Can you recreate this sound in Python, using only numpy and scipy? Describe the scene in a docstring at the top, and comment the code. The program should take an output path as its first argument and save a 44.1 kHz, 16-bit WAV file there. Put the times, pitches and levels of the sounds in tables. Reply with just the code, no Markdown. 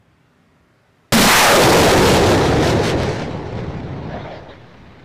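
"""An open range: a truck-mounted launcher fires a rocket, heard by one microphone feeding both channels.
A blast wave, a booming tube and jet noise in three layers overload the input into flat-topped rasping.
The roar sinks in pitch as the nozzle turns toward the listener, then surges, crackles and rumbles away
as the rocket speeds downrange; pressure pulses add sharp ticks and two dull thuds. The terrain scatters
the jet, far slopes return the launch as swells of coloured noise, and vehicles idle as wash and tones."""
import sys
import numpy as np
from scipy import signal
from scipy.fft import rfft, irfft
from scipy.io import wavfile
from scipy.ndimage import uniform_filter1d

SR = 44100
rng = np.random.default_rng(int(sys.argv[2]) if len(sys.argv) > 2 else 0)


def wrap_up_sound(samples):
    """Save the sound to the file named by the first command line argument, as 16-bit audio."""
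    columns = np.atleast_2d(samples).T
    # keep every value between -1 and 1, then stretch to whole-number steps
    tamed = np.clip(columns, -1, 1)
    steps = np.round(tamed * 32767).astype(np.int16)
    wavfile.write(sys.argv[1], SR, steps)


N = 222502
TIME = np.arange(N) / SR

# when the listener hears the motor light, the rocket clear the tube, and the motor burn out
IGNITION_S, EXIT_S, BURNOUT_S = 1.1226, 1.263, 4.104


def jet(smooth_share=0.85, flutter_db=0.07, rasp_flutter_db=0.98, young_share=0.1, build_s=0.46):
    """Turbulent exhaust: deep rumble, a moving hump of roar, and crackling rasp dulled by the air."""
    # relative spectra of rumble and rasp: f/Hz, level/dB per Hz
    rumble_points = [(20, -19.5), (40, -16.5), (60, -4), (95, 0.5), (165, 0.5), (215, -7.5), (300, -8.5),
                     (420, -17.5), (1000, -24.5), (4000, -90.5)]
    rasp_points = [(200, -10), (800, 0), (1300, -4), (1900, -3), (2700, -6.5), (4000, -6.5), (6000, -10),
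                   (9000, -16), (15000, -21.5)]
    # each layer's fading: level near the launcher/dB, loss on the way/dB per m,
    # level scattered by the terrain/dB, drop at burn-out/dB
    rumble_law = (-5.5, 0.07, -14.5, 14)
    roar_law = (-1.34, 0.0846, -22, 15.5)
    rasp_law = (-8.5, 0.1023, -29.5, 4.5)

    _, _, roar_aspect_db, rasp_aspect_db = aspect(TIME)
    rasp_surge_db, body_surge_db = surges()
    rumble_db = receding(*rumble_law) + body_surge_db
    roar_db = receding(*roar_law) + roar_aspect_db + body_surge_db
    rasp_db = receding(*rasp_law) + rasp_aspect_db + rasp_surge_db

    eddies, mixing, hiss = rng.standard_normal((3, N))
    jumps = crackle(per_s=500, spread_db=3.5)
    fronts = np.sqrt(smooth_share) * hiss + np.sqrt(1 - smooth_share) * jumps

    def rumble_shape(hz, t):
        return read(rumble_points, hz) * ground(hz)

    def roar_shape(hz, t):
        return roar_spectrum(hz, t) * ground(hz)

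    def rasp_shape(hz, t):
        return read(rasp_points, hz) * ground(hz) * air(hz, t)

    rumble = colour(eddies, rumble_shape, size=2048, patchy_db=2)
    roar = colour(mixing, roar_shape, size=1024, patchy_db=1.5)
    rasp = colour(fronts, rasp_shape, size=512, patchy_db=1.5)

    # the largest eddies take a moment to build up behind the rocket
    rumble *= young_share + (1 - young_share) * grown(TIME, build_s)
    # uneven air makes the sound flutter, the treble most
    flutter = gain_of(flutter_db * drift(rate_hz=55))
    rasp *= gain_of(rasp_flutter_db * drift(rate_hz=51))
    upper_layers = gain_of(roar_db) * roar + gain_of(rasp_db) * rasp
    return (gain_of(rumble_db) * rumble + flutter * upper_layers) * (TIME >= IGNITION_S)


def crackle(per_s, spread_db):
    """A random train of steep pressure jumps, a few far larger than the rest."""
    size = gain_of(spread_db * np.minimum(rng.exponential(1, N), 4))
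    return evened(size * (rng.random(N) < per_s / SR))


def roar_spectrum(hz, t):
    """One hump that sinks and narrows as the nozzle turns toward the listener."""
    # hump before widening: multiple of the peak frequency, level/dB per Hz
    hump_points = [(.15, -22.5), (.5, -10.5), (.8, -3), (1, 0), (1.45, -6), (2, -9), (2.8, -20.5),
                   (6, -32.5), (20, -83.5)]
    peak_hz, width, _, _ = aspect(t)
    return read(hump_points, (hz / peak_hz) ** (1 / width))


def aspect(t, turn_s=0.24):
    """The jet's peak, width, roar and rasp: first in the tube, then turning from side-on to tail-on."""
    # three views of the jet: peak f/Hz, width as a factor on the hump's octaves,
    # roar level offset/dB, rasp level offset/dB
    in_tube = (543, 1.55, -8.5, 1)
    side_on = (958, 1.45, -5, 1.5)
    tail_on = (400, 1.08, 0, 0.5)
    turned = grown(t, turn_s)
    return [np.where(t < EXIT_S, inside, side + (tail - side) * turned)
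            for inside, side, tail in zip(in_tube, side_on, tail_on)]


def surges():
    """Brief flat-topped swells in dB of the rasp and the jet's low body, as uneven air focuses the jet."""
    # swells: middle t/s, half length/s, rise of the rasp/dB, rise of roar and rumble/dB
    surge_rows = [(2.116, 0.066, 2.5, 1.5), (2.303, 0.037, 3, 2), (2.58, .08, 0, 2), (2.677, .055, 7.5, 2),
                  (2.775, 0.042, 1.5, 4.5), (2.875, 0.053, 10, 1.5), (2.963, 0.033, 1, 3.5),
                  (3.052, 0.071, 6, 4), (3.184, 0.075, 5.5, 0.5), (3.57, .06, 2, .5)]
    middle_s, half_s, rasp_db, body_db = np.transpose(surge_rows)
    swells = np.exp(-((TIME[:, None] - middle_s) / half_s) ** 4)
    return swells @ rasp_db, swells @ body_db


def receding(near_db, loss_db_per_m, scatter_db, burnout_db):
    """A layer's level in dB: direct sound fades with range, scattered sound lingers, both drop at burn-out."""
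    near_m, tail_off_s = 85.6, 0.45
    gather_s, scatter_fade_db_per_s = 2.04, 4  # scattered sound gathers slowly and dies slowly
    range_m = flown_m(TIME)
    direct = gain_of(near_db - loss_db_per_m * range_m) / (1 + range_m / near_m)
    scattered = gain_of(scatter_db - scatter_fade_db_per_s * (TIME - EXIT_S)) * grown(TIME, gather_s)
    spent = np.clip((TIME - BURNOUT_S) / tail_off_s, 0, 1)
    return 20 * np.log10(np.hypot(direct, scattered)) - burnout_db * spent


def flown_m(t, acceleration_m_per_s2=203.7, sound_m_per_s=343):
    """How far the steadily accelerating rocket had flown when it made the sound heard at t."""
    age_s = np.maximum(t - EXIT_S, 0)
    sonic_s = sound_m_per_s / acceleration_m_per_s2  # time to reach the speed of sound
    flight_s = sonic_s * (np.sqrt(1 + 2 * age_s / sonic_s) - 1)
    return 0.5 * acceleration_m_per_s2 * flight_s ** 2


def grown(t, half_s):
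    """An S-curve from 0 to 1, half way up half_s after the rocket clears the tube."""
    u = (np.maximum(t - EXIT_S, 0) / half_s) ** 4
    return u / (1 + u)


def air(hz, t, db_per_m=0.038, clearing_share=0.22):
    """The farther the burning rocket, the more treble the air absorbs; surges come through brighter."""
    clearing_db = clearing_share * np.interp(t, TIME, surges()[0])
    loss_db = db_per_m * flown_m(np.minimum(t, BURNOUT_S)) - clearing_db  # at 5 kHz
    return gain_of(-np.maximum(loss_db, 0) * (hz / 5000) ** 1.5)


def ground(hz, delay_s=0.000515, share=0.08):
    """Direct sound and its ground reflection add up to a shallow comb."""
    return abs(1 + share * np.exp(-2j * np.pi * hz * delay_s))


def ignition():
    """The crack of the motor lighting, with a slow push of gas pressure."""
    crack = pressure_pulse(IGNITION_S, peak_db=4, push_s=0.00053)
    gas_push = pressure_pulse(IGNITION_S, peak_db=-22, push_s=0.8)
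    return crack + gas_push


def pressure_pulse(start_s, peak_db, push_s):
    """A pulse shaped like a blast wave: an instant rise, a short push, a longer suction."""
    u = np.maximum(TIME - start_s, 0) / push_s
    return gain_of(peak_db) * (TIME >= start_s) * (1 - u) * np.exp(-u)


def tube(boom_hz=214, width_hz=66, level_db=-7.5, swell_db=1, attack_s=0.003, release_s=0.03):
    """Exhaust rushing through the launch tube excites one broad resonance, swelling toward the exit."""
    def resonance(hz, t):
        return 1 / (1 + ((hz - boom_hz) / width_hz) ** 2)

    boom = colour(rng.standard_normal(N), resonance, size=2048)
    inside_s = EXIT_S - IGNITION_S
    travel = np.clip((TIME - IGNITION_S) / inside_s, 0, 1)
    swell = envelope(IGNITION_S, attack_s, inside_s, release_s)
    return gain_of(level_db + swell_db * travel) * swell * boom


def ticks_and_thuds():
    """Brief pressure pulses: sharp ticks as the input overloads, then two dull, distant thuds."""
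    # pulses: t/s, peak level before the treble loss/dB, length of the push/s
    pulse_rows = [(2.655, -7, 0.00022), (2.845, -11, 0.00028), (2.9, -1, 0.00016), (3.002, -4, 0.00028),
                  (3.034, -1, 0.00023), (3.592, -13, 0.0023), (4.136, -22, 0.00089)]
    pulses = sum(pressure_pulse(*row) for row in pulse_rows)
    hz, t, z = signal.stft(pulses, SR, nperseg=256)
    return signal.istft(z * air(hz[:, None], t), SR, nperseg=256)[1][:N]


def echo(attack_s=0.017, release_s=0.052):
    """Three seconds on, far slopes throw the launch back, smeared into a hollow rush with puffs of hiss."""
    # returns: arrival t/s, hold/s, hollow body level/dB, hiss level/dB
    return_rows = [(4.084, .11, -37, -41), (4.13, 0.015, -29, -55), (4.232, 0.11, -33.5, -43),
                   (4.41, .07, -40, -58), (4.477, .03, -47, -45)]
    # relative spectra of body and hiss: f/Hz, level/dB per Hz
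    body_points = [(150, -14), (380, -3), (630, 5), (820, -3.5), (1100, -13), (1400, -18), (2200, -32),
                   (5000, -69)]
    hiss_points = [(600, -17), (1300, 0.5), (1900, 4.5), (2700, -8.5), (3600, -3), (4400, -11.5),
                   (6000, -22), (9000, -50)]
    body_power, hiss_power = np.zeros((2, N))
    for arrival_s, hold_s, body_db, hiss_db in return_rows:
        swell = envelope(arrival_s, attack_s, hold_s, release_s)
        body_power += (gain_of(body_db) * swell) ** 2
        hiss_power += (gain_of(hiss_db) * swell) ** 2
    body = colour(rng.standard_normal(N), lambda hz, t: read(body_points, hz), size=1024, patchy_db=2.5)
    hiss = colour(rng.standard_normal(N), lambda hz, t: read(hiss_points, hz), size=512, patchy_db=3.5)
    return np.sqrt(body_power) * body + np.sqrt(hiss_power) * hiss


def idling(wash_db=-56, waver_hz=5, hum_trim_db=-3):
    """A low wash of engines, made of coloured noise, with two wavering tones."""
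    # relative spectrum of the wash: f/Hz, level/dB per Hz
    wash_points = [(15, -51), (25, -22), (75, -5), (158, -0.5), (196, -8.5), (264, -4.5), (344, -13),
                   (383, -9.5), (488, -15), (621, -13), (729, -15.5), (1960, -18), (2300, -22.5),
                   (15000, -46.5)]
    # the tones: f/Hz, rms level before the trim/dB
    tone_rows = [(166.9, -71), (387.6, -69)]
    wash = colour(rng.standard_normal(N), lambda hz, t: read(wash_points, hz), size=2048, patchy_db=1.5)
    hum = np.zeros(N)
    for tone_hz, tone_db in tone_rows:
        wavering_hz = tone_hz + waver_hz * drift(rate_hz=12)
        phase = 2 * np.pi * np.cumsum(wavering_hz) / SR
        hum += gain_of(tone_db) * evened(np.sin(phase))
    return gain_of(wash_db) * wash + gain_of(hum_trim_db) * hum


def gain_of(db):
    """Decibels to amplitude."""
    return 10 ** (np.asarray(db) / 20)


def evened(x):
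    """Scales to rms 1."""
    return x / np.sqrt(np.mean(x ** 2) + 1e-20)


def read(points, hz):
    """A spectrum's gain, joined by straight lines in dB on a log-frequency axis."""
    f, db = np.transpose(points)
    return gain_of(np.interp(np.log(hz + 0.0013), np.log(f), db))  # the offset avoids log(0)


def drift(rate_hz):
    """Slow random wandering of rms 1: noise under a Gaussian low-pass."""
    hz = np.fft.rfftfreq(N, 1 / SR)
    return evened(irfft(rfft(rng.standard_normal(N)) * np.exp(-(hz / rate_hz) ** 2), N))


def colour(x, shape, size, patchy_db=0):
    """Filters x by a moving spectrum shape(Hz, s) with random patches, evening the filter's power."""
    overlap = size * 3 // 4
    hz, t, z = signal.stft(x, SR, nperseg=size, noverlap=overlap)
    gain = shape(hz[:, None], t) * gain_of(patchy_db * patches(z.shape, size=(3, 12)))
    gain = gain / np.sqrt(np.mean(gain ** 2, axis=0))
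    return signal.istft(z * gain, SR, nperseg=size, noverlap=overlap)[1][:N]


def patches(shape, size):
    """A smooth random field of rms 1 over frequency and time."""
    field = rng.standard_normal(shape)
    for axis in (0, 1):
        for _ in range(2):
            field = uniform_filter1d(field, size[axis], axis)
    return evened(field)


def envelope(start_s, attack_s, hold_s, release_s):
    """A straight rise, a hold, an exponential release."""
    age_s = TIME - start_s
    rise = np.clip(age_s / attack_s, 0, 1)
    return rise * np.exp(-np.maximum(age_s - attack_s - hold_s, 0) / release_s)


def scene():
    """Everything reaches one microphone, which feeds both channels."""
    mono = jet() + ignition() + tube() + ticks_and_thuds() + echo() + idling()
    return np.array([mono, mono])


def record(dry, ceiling_db=-9.5, edge_hz=15400):
    """The input stage overloads into hard flat tops; then the treble is cut off above edge_hz."""
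    fine = signal.resample_poly(dry, 2, 1, axis=1)  # clip at double rate to limit aliasing
    flat = np.clip(fine, -gain_of(ceiling_db), gain_of(ceiling_db))
    clipped = signal.resample_poly(flat, 1, 2, axis=1)
    low_pass = signal.firwin(255, edge_hz, window=("kaiser", 9), fs=SR)
    return signal.oaconvolve(clipped, low_pass[None], "same")


dry = scene()
out = record(dry)
wrap_up_sound(out)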